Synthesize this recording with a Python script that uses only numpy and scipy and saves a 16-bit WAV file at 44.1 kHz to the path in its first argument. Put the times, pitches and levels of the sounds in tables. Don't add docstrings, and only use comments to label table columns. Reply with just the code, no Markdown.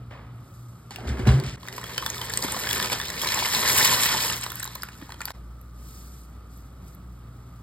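import sys
import numpy as np
from scipy import signal
from scipy.fft import rfft, irfft, next_fast_len
from scipy.io import wavfile
from scipy.ndimage import uniform_filter1d, minimum_filter1d, map_coordinates

SR = 44100
rng = np.random.default_rng(int(sys.argv[2]) if len(sys.argv) > 2 else 0)


def level_to_linear(level):
    exponent = np.asarray(level, float) / 20
    return 10 ** exponent


def unload_wav(signal):
    wavfile.write(
        sys.argv[1],
        SR,
        np.round(np.clip(np.atleast_2d(signal).T, -1, 1) * 32767).astype(np.int16),
    )


N = 336218

# start_s, hum_db, hum_drift_db_per_s, double_hum_db, steam_db
VIEWS = [
    (0, -48, -13, -41.5, -78),
    (.9, -50, 7, -45.5, -88),
    (1.58, -53, 1, -45.5, -98),
    (5.33, -40.5, -2.5, -48, -73.5),
]
# weakest_s, period_s
BEATS = [(.2, 0.3), (1.2, 0.41), (3.2, 1.88), (6.2, 2.9)]
# middle_s, half_width_s
CHANGES = [
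    (1.566, 0.0086),
    (5.329, 0.024466),
]
# pitch_hz, level_db
RUMBLE = [(25, -35), (45, -7.5), (90, 1.5), (180, -3.5), (300, -10.5), (500, -19), (900, -22), (1700, -31),
          (2600, -31), (5000, -38.5), (9000, -84)]
# pitch_hz, level_db
HISS = [(1500, -12), (3000, -9.5), (5000, -3), (9000, -3.5), (13000, -3.5), (16000, -7)]
# (over 20 dB; if fall_s is negative, the
SWISHES = [
    (.55, -69, 0.34, -1),
    (5.92, -59, 0.21, 0.42),
    (6.144, -62, 0.087, 0.21),
    (6.54, -67.5, 0.29, -0.1),
    (6.88, -67, 0.12, 0.16),
]
# start_s, level_db, fade_60db_s
FAR_KNOCK = (.108, -43, 0.76)
# time_s, level_db
DRAG = [
    (.906, -60),
    (.98, -48.5),
    (1.068, -38.5),
    (1.254, -35),
    (1.272, -25),
    (1.33, -30.5),
    (1.52, -45.5),
    (1.58, -45.5),
]
# start_s, level_db, pitch_hz, rise_s,
# fade_60db_s
THUDS = [(0.899, -40, 119, 0.008, 0.5), (.975, -26, 119.5, 0.022, 0.34), (1.056, -17.5, 70.5, 0.016, 0.25),
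         (1.096, -20, 65.3, 0.0085, 0.33), (1.101, -21.5, 123, 0.0045, 0.12),
         (1.195, -23.5, 118, 0.0038, 0.25), (1.225, -13.5, 64, .01, 0.16), (1.286, 1, 66.87, 0.018, 0.13),
         (1.272, -4, 122, 0.0065, 0.21), (1.336, -8, 127.7, 0.0064, 0.28),
         (1.374, -14.5, 135.7, .012, 0.44), (1.435, -19, 133, 0.012, 0.18),
         (1.47, -17.5, 70, 0.0069, 0.073), (1.525, -18, 121, 0.009, 0.091), (1.099, -36, 386, .01, 0.44),
         (1.195, -34, 384, .005, 0.43), (1.273, -26.5, 392, 0.0071, 0.32)]
# start_s, level_db, fade_60db_s
SKIDS = [
    (.908, -43, 0.45),
    (1.073, -41, 0.2766),
    (1.27, -34, 0.56),
    (1.437, -45.5, 0.74),
    (1.462, -46, 0.61),
]
# pitch_hz, level_db
GRIT = [(1500, 10), (2500, 10), (5000, 7.5), (8000, 1), (12000, -8), (16000, -22.5)]
# start_s, level_db, pitch_hz, fade_60db_s, room_db
KNOCKS = [
    (0.907, -38, 810, 0.082, -25),
    (0.985, -33, 750, 0.0506, -9),
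    (1.053, -34, 223, 0.063, -5),
    (1.094, -26, 203, 0.066, -3.5),
    (1.193, -23.5, 234, 0.067, -3),
    (1.272, -11.5, 209, 0.11, -6.5),
    (1.438, -46, 193, 0.053, -17),
    (2.446, -16.5, 260, 0.028, -15),
    (2.917, -25.5, 488, 0.053, 3),
    (5.022, -30, 293, 0.049, -34),
]
# start_s, level_db, pitch_hz, ring_db, ring_hz
GRATE = [(0.9078, -26.5, 4400, -2, 830), (0.96, -23.5, 2800, -17, 1620), (1.1927, -43, 2000, 11.5, 640),
         (1.2695, -33, 2300, -16, 740), (1.4376, -27.5, 2400, -6, 1100), (1.4, -24, 4500, -4, 580),
         (2.9, -20.5, 2300, -2.5, 1200), (2.8, -19.5, 4500, 4, 1600), (3.4, -17.5, 5100, -3.5, 1750),
         (4.3, -16, 2900, -19, 2300), (2.3023, -22.5, 3600, -2, 1700), (2.483, -24.5, 3552, 6, 1140),
         (4.464, -22, 3900, 1.5, 1060), (5.093, -37.5, 4200, 6.5, 890), (5.0145, -41, 12000, 9.5, 1140)]
# time_s, level_db
FLOW = [(1.58, -61.5), (1.754, -48), (1.87, -47), (1.974, -43.5), (2.4, -42), (2.62, -38), (2.846, -34),
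        (2.9, -40.5), (3.13, -41), (3.356, -32), (3.412, -36), (3.794, -26), (4.332, -35), (4.41, -45.5),
        (4.606, -50.5), (4.876, -59), (5.19, -61.5), (5.32, -50)]
# middle_s, level_db (over the flow)
HANDFULS = [
    (2.445, 10),
    (2.514, 4),
    (2.926, 9.5),
    (3.24, 0.5),
    (4.432, 7),
    (2.78, 3),
    (3.29, -2),
]
# level_db (at reference flow), growth_db_per_db, filling_db_per_s
LAYERS = [
    (-39, 0.96, -4),
    (-32.5, 0.9, 0.3),
    (-29.5, 1.03, 1.2),
    (-31.5, 1, 1.4),
]
# pitch_hz, width_hz, level_db
POT_AIR = [(960, 297, 11.5), (1920, 390, 12), (1350, 320, -17)]
# pitch_hz, width_hz, level_db
PASTA = [(2770, 1280, -0.5), (4000, 330, 4.5), (4860, 1270, -1.5)]
# pitch_hz, level_db
BAG = [(3000, -14), (5500, -2.5), (8000, -1), (11000, -4), (13000, -1), (16000, -7.5)]
# start_s, level_db, pitch_hz, plop_db, plop_hz
FIRST = [(1.6312, -38, 3290, 3, 1020), (1.652, -41, 5080, 7.5, 1200), (1.6755, -34.5, 1900, 7, 880),
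         (1.6847, -22, 3760, -3.5, 1900), (1.7272, -26.5, 2930, -15, 1100), (1.781, -30.5, 3040, 9.5, 960),
         (1.814, -27, 7900, -1, 1350), (1.8407, -23, 3310, -4, 1220), (1.9798, -11, 3080, -5.5, 1380),
         (2.0243, -24.5, 3380, 2, 1150), (2.0629, -11, 3490, -5.5, 1530), (2.1015, -13.5, 6697, -16, 1770),
         (2.181, -21, 3540, -19, 963.4), (2.215, -15.5, 3150, -19, 1620), (2.2558, -22, 8300, -26, 1208),
         (2.2975, -18, 7400, -7.5, 1840), (2.337, -14, 4450, -8.5, 1120), (2.3741, -6.5, 8400, -14.5, 1900),
         (2.425, -11.5, 4870, -24, 880), (2.444, -20.5, 3300, -16, 1570), (2.488, -28, 3520, 0, 1150),
         (2.523, -13, 8750, -10, 1270), (2.545, -30, 3710, 13, 1104), (2.5653, -20.5, 4220, 1, 660)]
# start_s, level_db, pitch_hz
STREAM = [(2.61, -33, 4030), (2.6424, -31, 4640), (2.6718, -20, 4820), (2.6903, -13, 3320),
          (2.7102, -10.5, 3450), (2.7307, -10, 2840), (2.7596, -14, 8900), (2.7596, -17, 3200),
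          (2.8265, -10.5, 3460), (2.9183, -16, 3540), (2.9314, -12.5, 3300), (3.0001, -15, 3489),
          (3.0144, -15.5, 3680), (3.0554, -21.5, 3650), (3.0834, -18, 4376), (3.0924, -20, 4027),
          (3.1023, -14.5, 3940), (3.1424, -26, 4790), (3.1944, -21, 4750), (3.2161, -12, 3320),
          (3.2345, -18, 3270), (3.2464, -16.5, 5290), (3.2725, -12, 4090), (3.2854, -15, 3930),
          (3.3214, -10.5, 4970), (3.3453, -9.5, 7450), (3.3682, -24, 3700), (3.3907, -13, 3600),
          (3.457, -12, 2880), (3.5314, -25, 4130), (3.5389, -11, 8040), (3.5484, -7, 3740),
          (3.6614, -11, 3900), (3.677, -8, 4300), (3.6964, -19, 3720), (3.7804, -8, 2950),
          (3.8516, -1, 7720), (3.936, -5.5, 3980), (4.0574, -12, 4960), (4.0632, 7, 12000),
          (4.1874, -15, 4030), (4.2373, -41, 3540), (4.2587, -15, 8200), (4.3074, -22, 8100),
          (4.3244, -11, 7070), (4.3504, -32, 4870), (4.4119, -16, 8200)]
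# start_s, level_db, pitch_hz
PLOPS = [(2.61, -28, 1040), (2.637, -23, 1900), (2.671, -15.5, 1960), (2.691, -19, 1900), (2.71, -20, 1830),
         (2.77, -17, 1320), (2.829, -19, 1820), (2.905, -31, 1420), (2.92, -19, 1777), (2.93, -19.5, 920),
         (2.957, -24, 1060), (3.0, -20, 1749), (3.015, -20.5, 1803), (3.089, -20, 1870),
         (3.102, -18.5, 1930), (3.216, -32, 1080), (3.235, -16, 960), (3.245, -15, 1770), (3.27, -23, 1010),
         (3.326, -15, 1940), (3.373, -16, 803.9), (3.424, -15, 940), (3.449, -14.5, 2000),
         (3.52, -32, 1320), (3.539, -17, 1930), (3.586, -16, 1780), (3.633, -17, 1010), (3.663, -23, 1900),
         (3.68, -15, 1950), (3.697, -8.5, 1890), (3.711, -15, 1740), (3.779, -10, 1640), (3.853, -18, 930),
         (3.892, -13.5, 1700), (4.035, -14.5, 1790), (4.058, -10.5, 1900), (4.163, -12, 1880),
         (4.227, -30, 1000), (4.351, -27, 1080), (4.378, -35, 1070)]
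# start_s, level_db, pitch_hz, plop_db, plop_hz
LAST = [(4.4385, -14.5, 8400, -15, 1338), (4.503, -21.5, 3486, -12, 1110), (4.5192, -17, 11800, -10, 1446),
        (4.556, -15, 11750, -17, 1120), (4.598, -19, 8160, -20, 1860), (4.602, -18.5, 8500, -9, 1700),
        (4.6283, -17.5, 3910, -23, 1640), (4.6315, -15.5, 12700, -9.5, 1550),
        (4.6432, -18, 7600, -32, 1430), (4.653, -18, 13500, -12, 1180), (4.6605, -26, 3860, -13, 1200),
        (4.676, -25, 3940, -3, 970), (4.753, -18, 12800, -35, 1560), (4.7551, -22, 4130, -7, 960),
        (4.8214, -22.5, 5040, -30, 1010), (4.8334, -17, 12200, -1, 1410), (4.887, -39, 3890, 10.5, 1510),
        (5.104, -42.5, 3540, 15, 1510), (5.121, -31, 4270, 6, 1400), (5.1427, -34, 3200, -2, 820),
        (5.2058, -30, 4630, 7, 1320), (5.216, -22.5, 7300, -1, 1900), (5.2549, -11.5, 12200, -22, 1350),
        (5.2546, -20, 4660, -31, 1290), (5.2768, -29.5, 3170, 2, 900), (5.282, -32, 2700, 11.5, 1400),
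        (5.305, -30, 3990, 6, 1020)]
# start_s, level_db, pitch_hz, plop_db, plop_hz
STIRS = [
    (5.6136, -36, 12400, -13, 1500),
    (6.5752, -36.5, 12200, -24, 1490),
    (6.882, -40, 9050, -24.5, 1500),
    (6.9491, -34, 12500, -27, 1500),
]
# pitch_hz, fade_60db_s
KITCHEN = [(200, 0.54), (1500, 0.25), (6000, 0.21), (15000, 0.11)]
# pitch_hz, level_db
APART = [(130, -40), (280, -10.5), (700, -9), (1400, -14), (3000, -10), (8000, -8)]
# pitch_hz, lead_radians
LEAD = [(130, -.05), (430, -.55), (1810, .1), (2450, 2.0), (2700, 2.4), (3000, 1.7), (3700, .9),
        (5000, 1.4), (5950, 3.14), (17000, 19.25)]
# pitch_hz, level_db
TILT = [(200, 0), (380, -.6), (700, -1.7), (1290, -.5), (2380, 0)]
# pitch_hz, share
WEAK = [(4900, 0), (5500, .27), (10000, .42), (14000, .4), (15200, .47)]
# low_hz, high_hz, threshold
FRAYED = [(2620, 2780, -1.1), (5500, 5750, -.3), (6250, 6500, -.9)]


def unit(x):
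    return x / np.sqrt(np.mean(x ** 2) + 1e-20)


def along(points, hz):
    f, v = np.transpose(points)
    return np.interp(np.log(hz + 1), np.log(f + 1), v)


def curves(rows, outside=-150):
    s, *columns = np.transpose(rows)
    t = np.arange(N) / SR
    return [np.interp(t, s, column, outside, outside) for column in columns]


def per_view(rows):
    starts = [view[0] for view in VIEWS[1:]]
    return np.array(rows)[np.searchsorted(starts, np.arange(N) / SR)].T


def decays(rows):
    t = np.arange(N) / SR
    return sum((t >= s) * level_to_linear(db - 60 * np.clip(t - s, 0, 2) / t60) for s, db, t60 in rows)


def wobble(rate):
    knots = rng.standard_normal(int(N * rate / SR) + 4)
    return map_coordinates(knots, [np.arange(N) * rate / SR])


def sine(hz):
    return np.sqrt(2) * np.sin(2 * np.pi * np.cumsum(hz) / SR)


def filtered(x, response):
    size = next_fast_len(N + 8192)
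    return irfft(rfft(x, size) * response(np.fft.rfftfreq(size, 1 / SR)), size)[..., :N]


def modes(table):
    def response(f):
        total = 0
        for k, (centre, width, db) in enumerate(table):
            loss = 1j * f * width
            total = total + (-1) ** k * level_to_linear(db) * loss / (centre * centre - f * f + loss)
        return total
    return response


def colour(spectrum):
    return lambda f: level_to_linear(along([(0.97, -120)] + list(spectrum), f)) * (f < spectrum[-1][0])


def rattle(response, per_s, spread_db, life, share):
    hits = rng.random((2, N))
    sizes = (hits[0] < per_s / SR) * level_to_linear(-spread_db * np.log(hits[1] + 1 / 40))
    burst = signal.lfilter([1], [1, -np.exp(-1 / (life * SR))], sizes)
    share = np.clip(share, 0, 1)
    mix = np.sqrt(share) * unit(burst) + np.sqrt(1 - share)
    return unit(filtered(mix * rng.standard_normal(N), response))


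def tail(size):
    hz, t, z = signal.stft(rng.standard_normal(size), SR, nperseg=256)
    fade = level_to_linear(-60 * t / along(KITCHEN, hz)[:, None])
    echo = signal.istft(z * fade, SR, nperseg=256)[1]
    return echo / np.linalg.norm(echo)


def flow():
    t = np.arange(N) / SR
    handfuls = sum(db * np.exp(-((t - s) / 0.013) ** 2) for s, db in HANDFULS)
    return curves(FLOW)[0] + 30 + handfuls


def extractor():
    t = np.arange(N) / SR
    start, low_db, drift, double_db, _ = per_view(VIEWS)
    weakest, period = per_view(BEATS)
    weaker = 0.65
    beat = abs(1 - weaker * np.exp(2j * np.pi * (t - weakest) / period)) / (1 + weaker)
    mains = level_to_linear(low_db + drift * (t - start) + 1.2 * wobble(12)) * sine(59.5 + 1.5 * wobble(25))
    double = sine(119 + 2.5 * wobble(25))
    triple = level_to_linear(-62.5 + 5.4 * wobble(5)) * sine(179 + 2 * wobble(25))
    return mains + beat * level_to_linear(double_db + 0.22 * wobble(5.3)) * double + triple


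def flame():
    t = np.arange(N) / SR
    rumble_db = -48.5 + 0.36 * np.clip(flow() + 20, 0, None)
    rumble = unit(filtered(rng.standard_normal(N), colour(RUMBLE)))
    whistle = modes([(1240, 260, 0)])
    jets = unit(filtered(rng.standard_normal(N), lambda f: whistle(f) ** 2))
    strokes = [db - 20 * np.maximum((s - t) / rise, (t - s) / fall) ** 2 for s, db, rise, fall in SWISHES]
    air_db = np.maximum(np.max(strokes, axis=0), per_view(VIEWS)[4])
    air = rattle(colour(HISS), 300, spread_db=-3, life=0.0041, share=0.13)
    return level_to_linear(rumble_db + wobble(12)) * rumble + level_to_linear(-60) * jets + level_to_linear(air_db + 8.0) * air


def far_knock():
    echo = filtered(rng.standard_normal(N), modes([(564.8, 570, 2.0), (1020, 340, 6.5), (1900, 1500, -1.5)]))
    dull = filtered(echo, lambda f: 1 / (1 + (f / 3500) ** 2))
    return decays([FAR_KNOCK]) * unit(dull)


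def set_down():
    knock_db, = curves(DRAG)
    clatter_db = np.where(knock_db > -99, -44 + 0.72 * (knock_db + 37), -150)
    shudder, t = np.zeros(N), np.arange(SR // 2) / SR
    press_s = 1.418
    for s, db, hz, rise, t60 in THUDS:
        free = np.clip((press_s - s - t) / .008, .05, 1) if s < press_s else 1
        swell = level_to_linear(db - 60 * t / t60) * (1 - np.exp(-t / rise))
        shudder[round(s * SR):][:len(t)] += free * swell * np.sin(2 * np.pi * hz * t)
    knock_body = modes([(220, 70, -2.5), (386, 92, -3), (630, 256, -12)])
    knock = rattle(knock_body, 89, spread_db=-15.5, life=0.012, share=0.24)
    clatter_body = modes([(840, 450, 0), (1720, 1100, 0)])
    clatter = rattle(clatter_body, 270, spread_db=6, life=0.0023, share=0.3)
    grit = rattle(colour(GRIT), 180, spread_db=5, life=0.000973, share=0.068)
    before_change = np.arange(N) < CHANGES[0][0] * SR
    skids = before_change * (shudder + decays(SKIDS) * grit)
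    return skids + level_to_linear(knock_db) * knock + level_to_linear(clatter_db) * clatter


def knocks():
    out, t = np.zeros(N + SR), np.arange(4096) / SR
    for s, db, hz, t60, room_db in KNOCKS:
        ring = np.sin(2 * np.pi * hz * t) * level_to_linear(-60 * t / t60)
        noise = signal.lfilter([.12], [1, -1.4, .5], rng.standard_normal(len(t)))
        crack = noise * level_to_linear(-60 * t / 0.033)
        blow = level_to_linear(db) * (ring + 0.61 * crack)
        wet = level_to_linear(room_db + 6.0) * signal.fftconvolve(level_to_linear(db) * crack, tail(size=SR // 2))
        out[round(s * SR):][:len(t)] += blow
        out[round(s * SR):][:len(wet)] += wet
    return out[:N]


def pour():
    filling = np.clip(np.arange(N) / SR - 3.5, None, .7)
    levels = []
    for db, grows, fill in LAYERS:
        silence = 99 * (flow() < -99)
        levels.append(db + grows * flow() - silence + fill * filling + 2.26 * wobble(28))
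    splash_db, pot_db, rattle_db, bag_db = levels
    sparse = np.clip((-22 - rattle_db) / 14, .4, 1)
    water = modes([(223, 125, 0), (538, 304, 0.017)])
    splash = rattle(water, 63, spread_db=-3.0, life=0.0045, share=0.11)
    pot = rattle(modes(POT_AIR), 250, spread_db=4.0, life=0.0017, share=0.39 * sparse)
    pieces = rattle(modes(PASTA), 300, spread_db=3, life=.0016, share=.5 * sparse)
    bag = rattle(colour(BAG), 300, spread_db=3.5, life=.001, share=.5 * sparse)
    wet = level_to_linear(splash_db) * splash + level_to_linear(pot_db) * pot
    return wet + level_to_linear(rattle_db + 2.5) * pieces + level_to_linear(bag_db + 3.0) * bag


def plop(hz, t):
    f = np.fft.rfftfreq(len(t), 1 / SR)
    noise = rng.standard_normal(len(t)) * level_to_linear(-60 * t / 0.022)
    slap = irfft(rfft(noise) * modes([(hz, .5 * hz, 0)])(f))
    bubble = np.sin(2 * np.pi * hz * t * (1 + 8 * t)) * level_to_linear(-60 * t / 0.024)
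    return 0.79 * slap / abs(slap).max() + 0.5 * bubble


def ticks():
    out, t = np.zeros(N + SR), np.arange(2048) / SR
    f = np.fft.rfftfreq(len(t), 1 / SR)
    stream = []
    for s, db, hz in STREAM:
        plop_hz = rng.choice((1075, 1880))
        stream.append((s, min(db - 2.0, -7), hz, -14, plop_hz))
    for s, db, hz, plop_db, plop_hz in FIRST + stream + LAST + STIRS + GRATE:
        t60 = 0.010 * (4000 / hz) ** .5
        edge = rng.standard_normal(len(t)) * level_to_linear(-60 * t / t60)
        edge[0] = 5
        body = modes([(hz, .22 * hz, 0), (1.55 * hz, .5 * hz, -3), (12000, 9000, -10), (.6 * hz, .3 * hz, -8)])
        snap = irfft(rfft(edge) * body(f))
        ring = .45 * np.sin(2 * np.pi * hz * t) * level_to_linear(-60 * t / (2.2 * t60))
        tick = 0.94 * snap / abs(snap).max() + ring + level_to_linear(plop_db) * plop(plop_hz, t)
        out[round(s * SR):][:len(t)] += level_to_linear(db) * tick
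    for s, db, hz in PLOPS:
        out[round(s * SR):][:len(t)] += level_to_linear(db - 2.5) * plop(hz, t)
    return out[:N]


def chinks():
    draw = rng.random((int(N / SR * 500), 3))
    k = np.arange(512)
    start = (draw[:, 0] * (N - 512)).astype(int)
    spread = 0.59
    hz = np.clip(2300 * np.exp(spread * 3.35 * (draw[:, 1:2] - .5)), 500, 9000)
    size = level_to_linear(-38 + flow()[start] - 5.89 * np.log(draw[:, 2] + 0.016))[:, None]
    turns = hz * k / SR
    rings = size * np.sin(2 * np.pi * turns) * np.exp(-3 * turns / 18.6)
    return np.bincount((start[:, None] + k).ravel(), rings.ravel(), N)


def scene():
    near = pour() + ticks() + chinks()
    shared = near + knocks() + far_knock() + set_down() + extractor() + flame()
    shared = shared + level_to_linear(-11.0) * signal.fftconvolve(near, tail(size=SR // 2))[:N]
    z = signal.stft(filtered(shared, lambda f: level_to_linear(along(APART, f) + 1.5)), nperseg=128)[2]
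    scattered = z * np.exp(2j * np.pi * rng.random(z.shape))
    other = signal.istft(scattered, nperseg=128)[1][:N]
    return np.array([shared + other, shared - other])


def steady(x, jump_db):
    power = np.pad(np.diff(x) ** 2, (0, -(N - 1) % 1024))
    parts = power.reshape(-1, 8, 128).mean(axis=2)
    calm = parts < level_to_linear(2 * jump_db) * np.median(parts, axis=1, keepdims=True)
    calm = np.repeat(calm.ravel(), 128)[:N] * 1.
    return uniform_filter1d(minimum_filter1d(calm, size=400), size=100)


def roll_off(x):
    return signal.sosfilt(signal.butter(12, 17010, fs=SR, output="sos"), x)


def record(dry):
    t = np.arange(N) / SR
    for s, half in CHANGES:
        dry = dry * np.clip(abs(t - s) / half, .1, 1)
    dry = signal.sosfilt(signal.butter(4, 46, "high", fs=SR, output="sos"), dry)

    def ports(f):
        balance = np.log(level_to_linear(along(TILT, f)))
        lead = np.interp(f, *np.transpose(LEAD))
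        return np.array([[1], [-1]]) * (balance + 1j * lead) / 2

    def weak(f):
        angle = ports(f)[0].imag
        strength = abs(np.array([np.cos(angle), np.sin(angle)]))
        return strength < along(WEAK, f) * [[1], [1.25]]

    left, right = filtered(dry, lambda f: np.exp(ports(f)) * (f < 15900))
    pair = np.array([left + right, left - right]) / 2
    calm = steady(left, jump_db=7.2)
    pair = pair - calm * filtered(pair, weak)
    thin = wobble(30) < -.1 + 1.5 * (t < CHANGES[0][0])
    thin = uniform_filter1d(thin * 1., size=600)
    pair[0] -= calm * thin * filtered(pair[0], lambda f: f > 14000)
    for low, high, often in FRAYED:
        gone = uniform_filter1d((wobble(25) < often) * 1., size=300)
        pair[0] -= calm * gone * filtered(pair[0], lambda f: (f > low) & (f < high))
    mix = np.array([pair[0] + pair[1], pair[0] - pair[1]])
    return roll_off(mix)


dry = scene()
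out = record(dry)
unload_wav(out)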